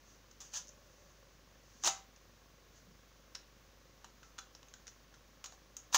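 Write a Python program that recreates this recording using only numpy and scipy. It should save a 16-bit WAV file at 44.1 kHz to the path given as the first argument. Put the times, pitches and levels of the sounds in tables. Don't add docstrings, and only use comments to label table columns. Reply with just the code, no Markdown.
import sys
import numpy as np
from scipy import signal
from scipy.fft import rfft, irfft, next_fast_len
from scipy.io import wavfile
from scipy.ndimage import uniform_filter1d

SR = 44100
rng = np.random.default_rng(int(sys.argv[2]) if len(sys.argv) > 2 else 0)


def wav_record(signal):
    frames = np.transpose(np.atleast_2d(signal))
    bounded = np.clip(frames, -1, 1)
    quanta = np.round(bounded * 32767).astype(np.int16)
    wavfile.write(sys.argv[1], SR, quanta)


N = 263277

# (frequency [Hz], fade time [s])
ECHO_FADES = [(200, 0.346), (800, 0.264), (2100, 0.358), (5500, 0.2496), (15000, 0.226)]
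# (frequency [Hz], relative level [dB])
HISS_TONE = [(20, -4.5), (40, -5), (90, 6), (200, 0.5), (400, -0.5), (750, -5.5), (1400, -5), (2500, -8.5),
             (4500, -10), (6300, -7.5), (7300, -14), (15500, -10.5)]
# (pitch [Hz], width [Hz], relative level [dB])
CASING_RESONANCES = [(151.8, 131.2, 1.5), (237, 121, -7.5), (531, 84.8, 4), (1088, 101, 0),
                     (1686, 260, -8.5)]
# (middle time [s], half length [s], pitch [Hz], level [dB])
BUMPS_AND_GROAN = [(.9, 0.32, 570, -71.5), (1.758, 0.0063, 220, -60), (1.868, 0.0185, 354.3, -53),
                   (1.886, 0.0563, 172, -64.5), (2.804, 0.042, 90, -69.5), (2.902, 0.0336, 161.3, -64)]
# (pitch [Hz], relative level [dB], fade time [s])
FRAME_NOTES = [(779, 4, .28), (990, 0, .14), (1175, -2, .14), (1328, 1, .22), (1836, -3, .2),
               (2040, -2, .24), (2660, -7, .2), (2783, -6, .22), (3012, -4, .18), (3725, -3, .18),
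               (3931, -4, .18), (4075, -3, .15), (4964, -4, .18), (5389, -3, .17), (5636, -3, .17),
               (5768, -4, .17), (5893, -4, .18), (6075, -2, .2), (6130, -3, .2), (6260, -5, .22),
               (6414, -1, .21), (6647, -1, .19), (6932, -1, .18), (7020, -1, .19), (7158, 0, .21)]
# (pitch [Hz], width [Hz], relative level [dB])
GUIDE_RESONANCES = [(1010, 710, 1.5), (1738, 111, 7.5), (2840, 630, 1), (3954, 720, 1.5), (4642, 427, 7),
                    (5190, 140, 2)]
# (middle time [s], half length [s], relative level [dB])
SLIDES = [(0.11, 0.045, -66), (0.462, 0.0322, -59), (0.566, 0.01854, -38.5), (1.0, 0.19, -72),
          (1.79, 0.11, -66.5), (1.87, 0.01793, -32.5), (2.77, 0.0263, -65.5), (4.263, 0.04, -69),
          (5.535, 0.01598, -63.5), (5.954, 0.01236, -28.5)]
# (frequency [Hz], relative level [dB])
CLACK_TONE = [(150, -47), (420, -16), (750, -8), (1500, -4), (2150, -7.5), (2800, -3), (3900, -1.5),
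              (4600, -5), (5400, -1), (8000, -7.5), (16000, -21.5)]
# (time [s], relative ping level [dB], knock level [dB], knock pitch [Hz],
# ping pitch [Hz], fade time [s], opening snap against the hit [dB], chatter length [s],
# first hit against the last [dB])
LINKAGE_CLICKS = [ (0.312, -54.5, -69.5, 1310, 6136, 0.041, -7, 0, -5),
                  (0.404, -46.5, -66.5, 1124, 6530, 0.1216, -20.5, 0.0114, 1.5),
                  (0.536, -40, -58.5, 1740, 6400, 0.07, -19.5, 0.0034, -1.5),
                  (0.6719, -43, -82, 1054, 6120, 0.0155, -3, 0.0194, -5),
                  (2.162, -58.5, -67.5, 1300, 6050, 0.0257, -7, 0, -0.5),
                  (3.3496, -42.5, -54, 1626, 5500, 0.0532, 8.5, 0.003, -6.5),
                  (4.0444, -54.5, -52, 987.5, 6703, 0.035, -2.5, 0.000097, 0),
                  (4.23, -67, -55.5, 1317, 6432, 0.0287, -16.5, 0.0025, 5),
                  (4.3823, -42, -42, 1307, 6373, 0.0402, -19.5, 0.00437, -8.5),
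                  (4.5501, -52.5, -66, 1098, 5782, 0.0329, 3.5, 0.00016, -1.5),
                  (4.6294, -59, -49.5, 939.5, 5999, 0.0196, -14.5, 0, -1),
                  (4.6842, -53, -61.5, 1700, 6440, 0.0217, -6.5, 0, 0),
                  (4.7387, -45, -55, 1545, 6339, 0.0246, -6.5, 0, 0),
                  (4.8692, -46, -63, 1860, 5991, 0.0567, 5.5, 0.0096, -2.5),
                  (5.140, -59.5, -59, 1308, 6304, 0.0511, -17.5, 0.00029, -4.5),
                  (5.4413, -42, -53, 1141, 6643, 0.04316, -9.5, 0.0172, 4.5),
                  (5.523, -68.5, -52.5, 856, 6401, 0.02705, -8.5, 0.00032, 1.5),
                  (5.7671, -34, -62.5, 1100, 7040, 0.0293, -17, 0, 0)]
# (first touch [s], stop time [s], relative ping level [dB], knock level [dB],
# knock pitch [Hz], ping pitch [Hz], sizzle level [dB], first touch against the stop [dB],
# rebound against the stop [dB])
CUTTING_STROKES = [(1.8367, 1.8733, -21.5, -29, 863.4, 7040, -35.5, -9.5, -14),
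                   (5.9266, 5.945, -22, -21, 993.3, 6750, -24, -21.5, -4)]
# (frequency [Hz], gain [dB])
MIC_TONE = [(6900, -1.5), (7400, -6), (8200, -11.5), (10000, -13), (13600, -16), (14500, -5), (15200, -5.5),
            (15700, -5)]


def amp(db):
    return 10 ** (np.asarray(db) / 20)


def unit(x):
    return x / np.sqrt(np.mean(x ** 2) + 1e-20)


def along(points, hz):
    f, values = np.transpose(points)
    return np.interp(np.log(hz + 1), np.log(f), values)


def filtered(x, response):
    size = next_fast_len(len(x) + 8192)
    return irfft(rfft(x, size) * response(np.fft.rfftfreq(size, 1 / SR)), size)[:len(x)]


def resonance(f, hz, width_hz):
    return 1j * f * width_hz / (hz * hz - f * f + 1j * f * width_hz)


def highpass(f, corner_hz):
    return f ** 4 / np.sqrt(f ** 8 + corner_hz ** 8)


def noise(size, response):
    return unit(filtered(rng.standard_normal(size), response))


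def add(track, start_s, sound):
    start = round(start_s * SR)
    part = sound[:max(len(track) - start, 0)]
    track[start:start + len(part)] += part


def swell(middle_s, half_s):
    return np.exp(-.5 * ((np.arange(N) / SR - middle_s) / half_s) ** 2)


def fade(t, fade_s):
    return amp(-60 * t / fade_s)


def in_kitchen(x, echo_db):
    hz, t, spectrum = signal.stft(rng.standard_normal(SR // 2), SR, nperseg=256)
    echo = signal.istft(spectrum * fade(t, along(ECHO_FADES, hz)[:, None]), SR, nperseg=256)[1]
    echo *= 1 - np.exp(-np.arange(len(echo)) / SR / 0.00614)
    return x + amp(echo_db) * signal.fftconvolve(x, echo / np.linalg.norm(echo))[:len(x)]


def hiss():
    return amp(-62) * noise(N, lambda f: amp(along(HISS_TONE, f)))


def motor(knock_hz=24.368, mains_hz=50.1):
    times = np.arange(.0365, N / SR - .01, 1 / knock_hz)
    knocks = np.zeros(N)
    knocks[(times * SR).astype(int)] = amp(rng.standard_normal(len(times)))
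    casing = lambda f: sum(amp(db) * resonance(f, hz, width) ** 2 for hz, width, db in CASING_RESONANCES)
    throb = unit(in_kitchen(filtered(knocks, casing), echo_db=-13.5))
    hum = np.sin(2 * np.pi * mains_hz * np.arange(N) / SR)
    return amp(-70.5) * throb + amp(-63.5) * hum


def bumps_and_groan():
    return sum(amp(db) * swell(middle_s, half_s) * noise(N, lambda f: resonance(f, hz, width_hz=87) ** 2)
               for middle_s, half_s, hz, db in BUMPS_AND_GROAN)


def frame_ring(t, force):
    hz, db, fade_s = np.transpose(FRAME_NOTES)
    strengths = np.abs(force(hz)) * amp(db + 2 * rng.standard_normal(len(hz)))
    phases = rng.uniform(0, 2 * np.pi, (len(hz), 1))
    return strengths @ (np.sin(2 * np.pi * hz[:, None] * t + phases) * fade(t, fade_s[:, None]))


def slips():
    grain = rng.standard_normal(N)
    flicker_db = 0.94 * unit(uniform_filter1d(rng.standard_normal(N), size=60))
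    return grain * amp(flicker_db)


def scrapes():
    ping = unit(filtered(slips(), lambda f: resonance(f, hz=6303, width_hz=920)))
    guide = lambda f: sum((-1) ** k * amp(db) * resonance(f, hz, width)
                          for k, (hz, width, db) in enumerate(GUIDE_RESONANCES))
    body = unit(filtered(slips(), lambda f: guide(f) * highpass(f, corner_hz=598)))
    loudness = sum(amp(db) * swell(middle_s, half_s) for middle_s, half_s, db in SLIDES)
    rubbing = loudness * (amp(-1) * ping + amp(-8.5) * body)
    frame = frame_ring(np.arange(SR // 2) / SR, force=np.ones_like)
    ringing = signal.fftconvolve(rubbing, frame / np.linalg.norm(frame))[:N]
    return in_kitchen(rubbing + amp(-16.5) * ringing, echo_db=-9.5)


def steel_hit(ping_db, knock_db, sizzle_db, knock_hz, ping_hz, fade_s, snap_db, ring_db):
    t = np.arange(SR // 2) / SR
    clack_hz = 3685 * np.exp(.15 * rng.standard_normal())
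    knock = lambda f: resonance(f, knock_hz, width_hz=400) ** 2 * highpass(f, corner_hz=0.535 * knock_hz)
    clack = lambda f: amp(along(CLACK_TONE, f))
    ping = lambda f: resonance(f, ping_hz, width_hz=2180) ** 3
    # (level [dB], tone, leading pitch [Hz], leading note against its crowd [dB])
    parts = [(knock_db, knock, knock_hz, -7),
             ((ping_db + knock_db) / 2 + 1.5, clack, clack_hz, -11),
             (ping_db - 2, ping, ping_hz, -9)]
    crowd = sum(amp(db) * noise(len(t), tone) for db, tone, _, _ in parts)
    sizzle = amp(sizzle_db) * noise(len(t), lambda f: highpass(f, corner_hz=7400))
    snap = amp(snap_db) * np.exp(-t / 0.00067)
    burst = (crowd + sizzle) * (fade(t, fade_s) + snap)
    leading = sum(amp(db + lead_db) * np.sin(2 * np.pi * (hz * t + rng.random()))
                  for db, _, hz, lead_db in parts)
    force = lambda f: sum(amp(db) * np.abs(tone(f)) for db, tone, _, _ in parts)
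    hit = burst + leading * fade(t, 1.6 * fade_s) + amp(ring_db) * frame_ring(t, force)
    onset = 1 - np.exp(-t / 0.000108)
    return in_kitchen(hit * onset, echo_db=-9.5)


def chatter(start_s, length_s, gap_s=.009):
    gaps = max(int(length_s / gap_s), int(length_s > 0))
    return np.linspace(start_s, start_s + length_s, gaps + 1)


def linkage_clicks():
    track = np.zeros(N)
    for start, ping_db, knock_db, knock_hz, ping_hz, fade_s, snap_db, length, first_db in LINKAGE_CLICKS:
        times = chatter(start, length)
        sizzle_db = ping_db - 12.5 + 36 * np.log2(ping_hz / 6370)
        for at, db in zip(times[::-1], np.linspace(0, first_db, len(times))):
            hit = steel_hit(ping_db, knock_db, sizzle_db, knock_hz, ping_hz, fade_s, snap_db, ring_db=-21.5)
            add(track, at, amp(db) * hit)
    return track


def pusher_chops(growth_db=2, rebound_s=.0062):
    track = np.zeros(N)
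    heavy = dict(fade_s=0.0529, snap_db=-32.5, ring_db=-22)
    for stroke in CUTTING_STROKES:
        touch_s, stop_s, ping_db, knock_db, knock_hz, ping_hz, sizzle_db, touch_db, rebound_db = stroke
        for k, at in enumerate(chatter(touch_s, stop_s - touch_s)[:-1]):
            hit = steel_hit(ping_db, knock_db - 2.5, sizzle_db, knock_hz, ping_hz=6460, **heavy)
            add(track, at, amp(touch_db + k * growth_db) * hit)
        for at, db in [(stop_s, 0), (stop_s + rebound_s, rebound_db)]:
            hit = steel_hit(ping_db, knock_db, sizzle_db, knock_hz, ping_hz, **heavy)
            add(track, at, amp(db) * hit)
    return track


def scene():
    return (hiss() + motor() + pusher_chops() + linkage_clicks() + scrapes() + bumps_and_groan())[None]


def record(dry):
    top_hz = 15700
    return filtered(dry[0], lambda f: amp(along(MIC_TONE, f)) * (f < top_hz))[None]


dry = scene()
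out = record(dry)
wav_record(out)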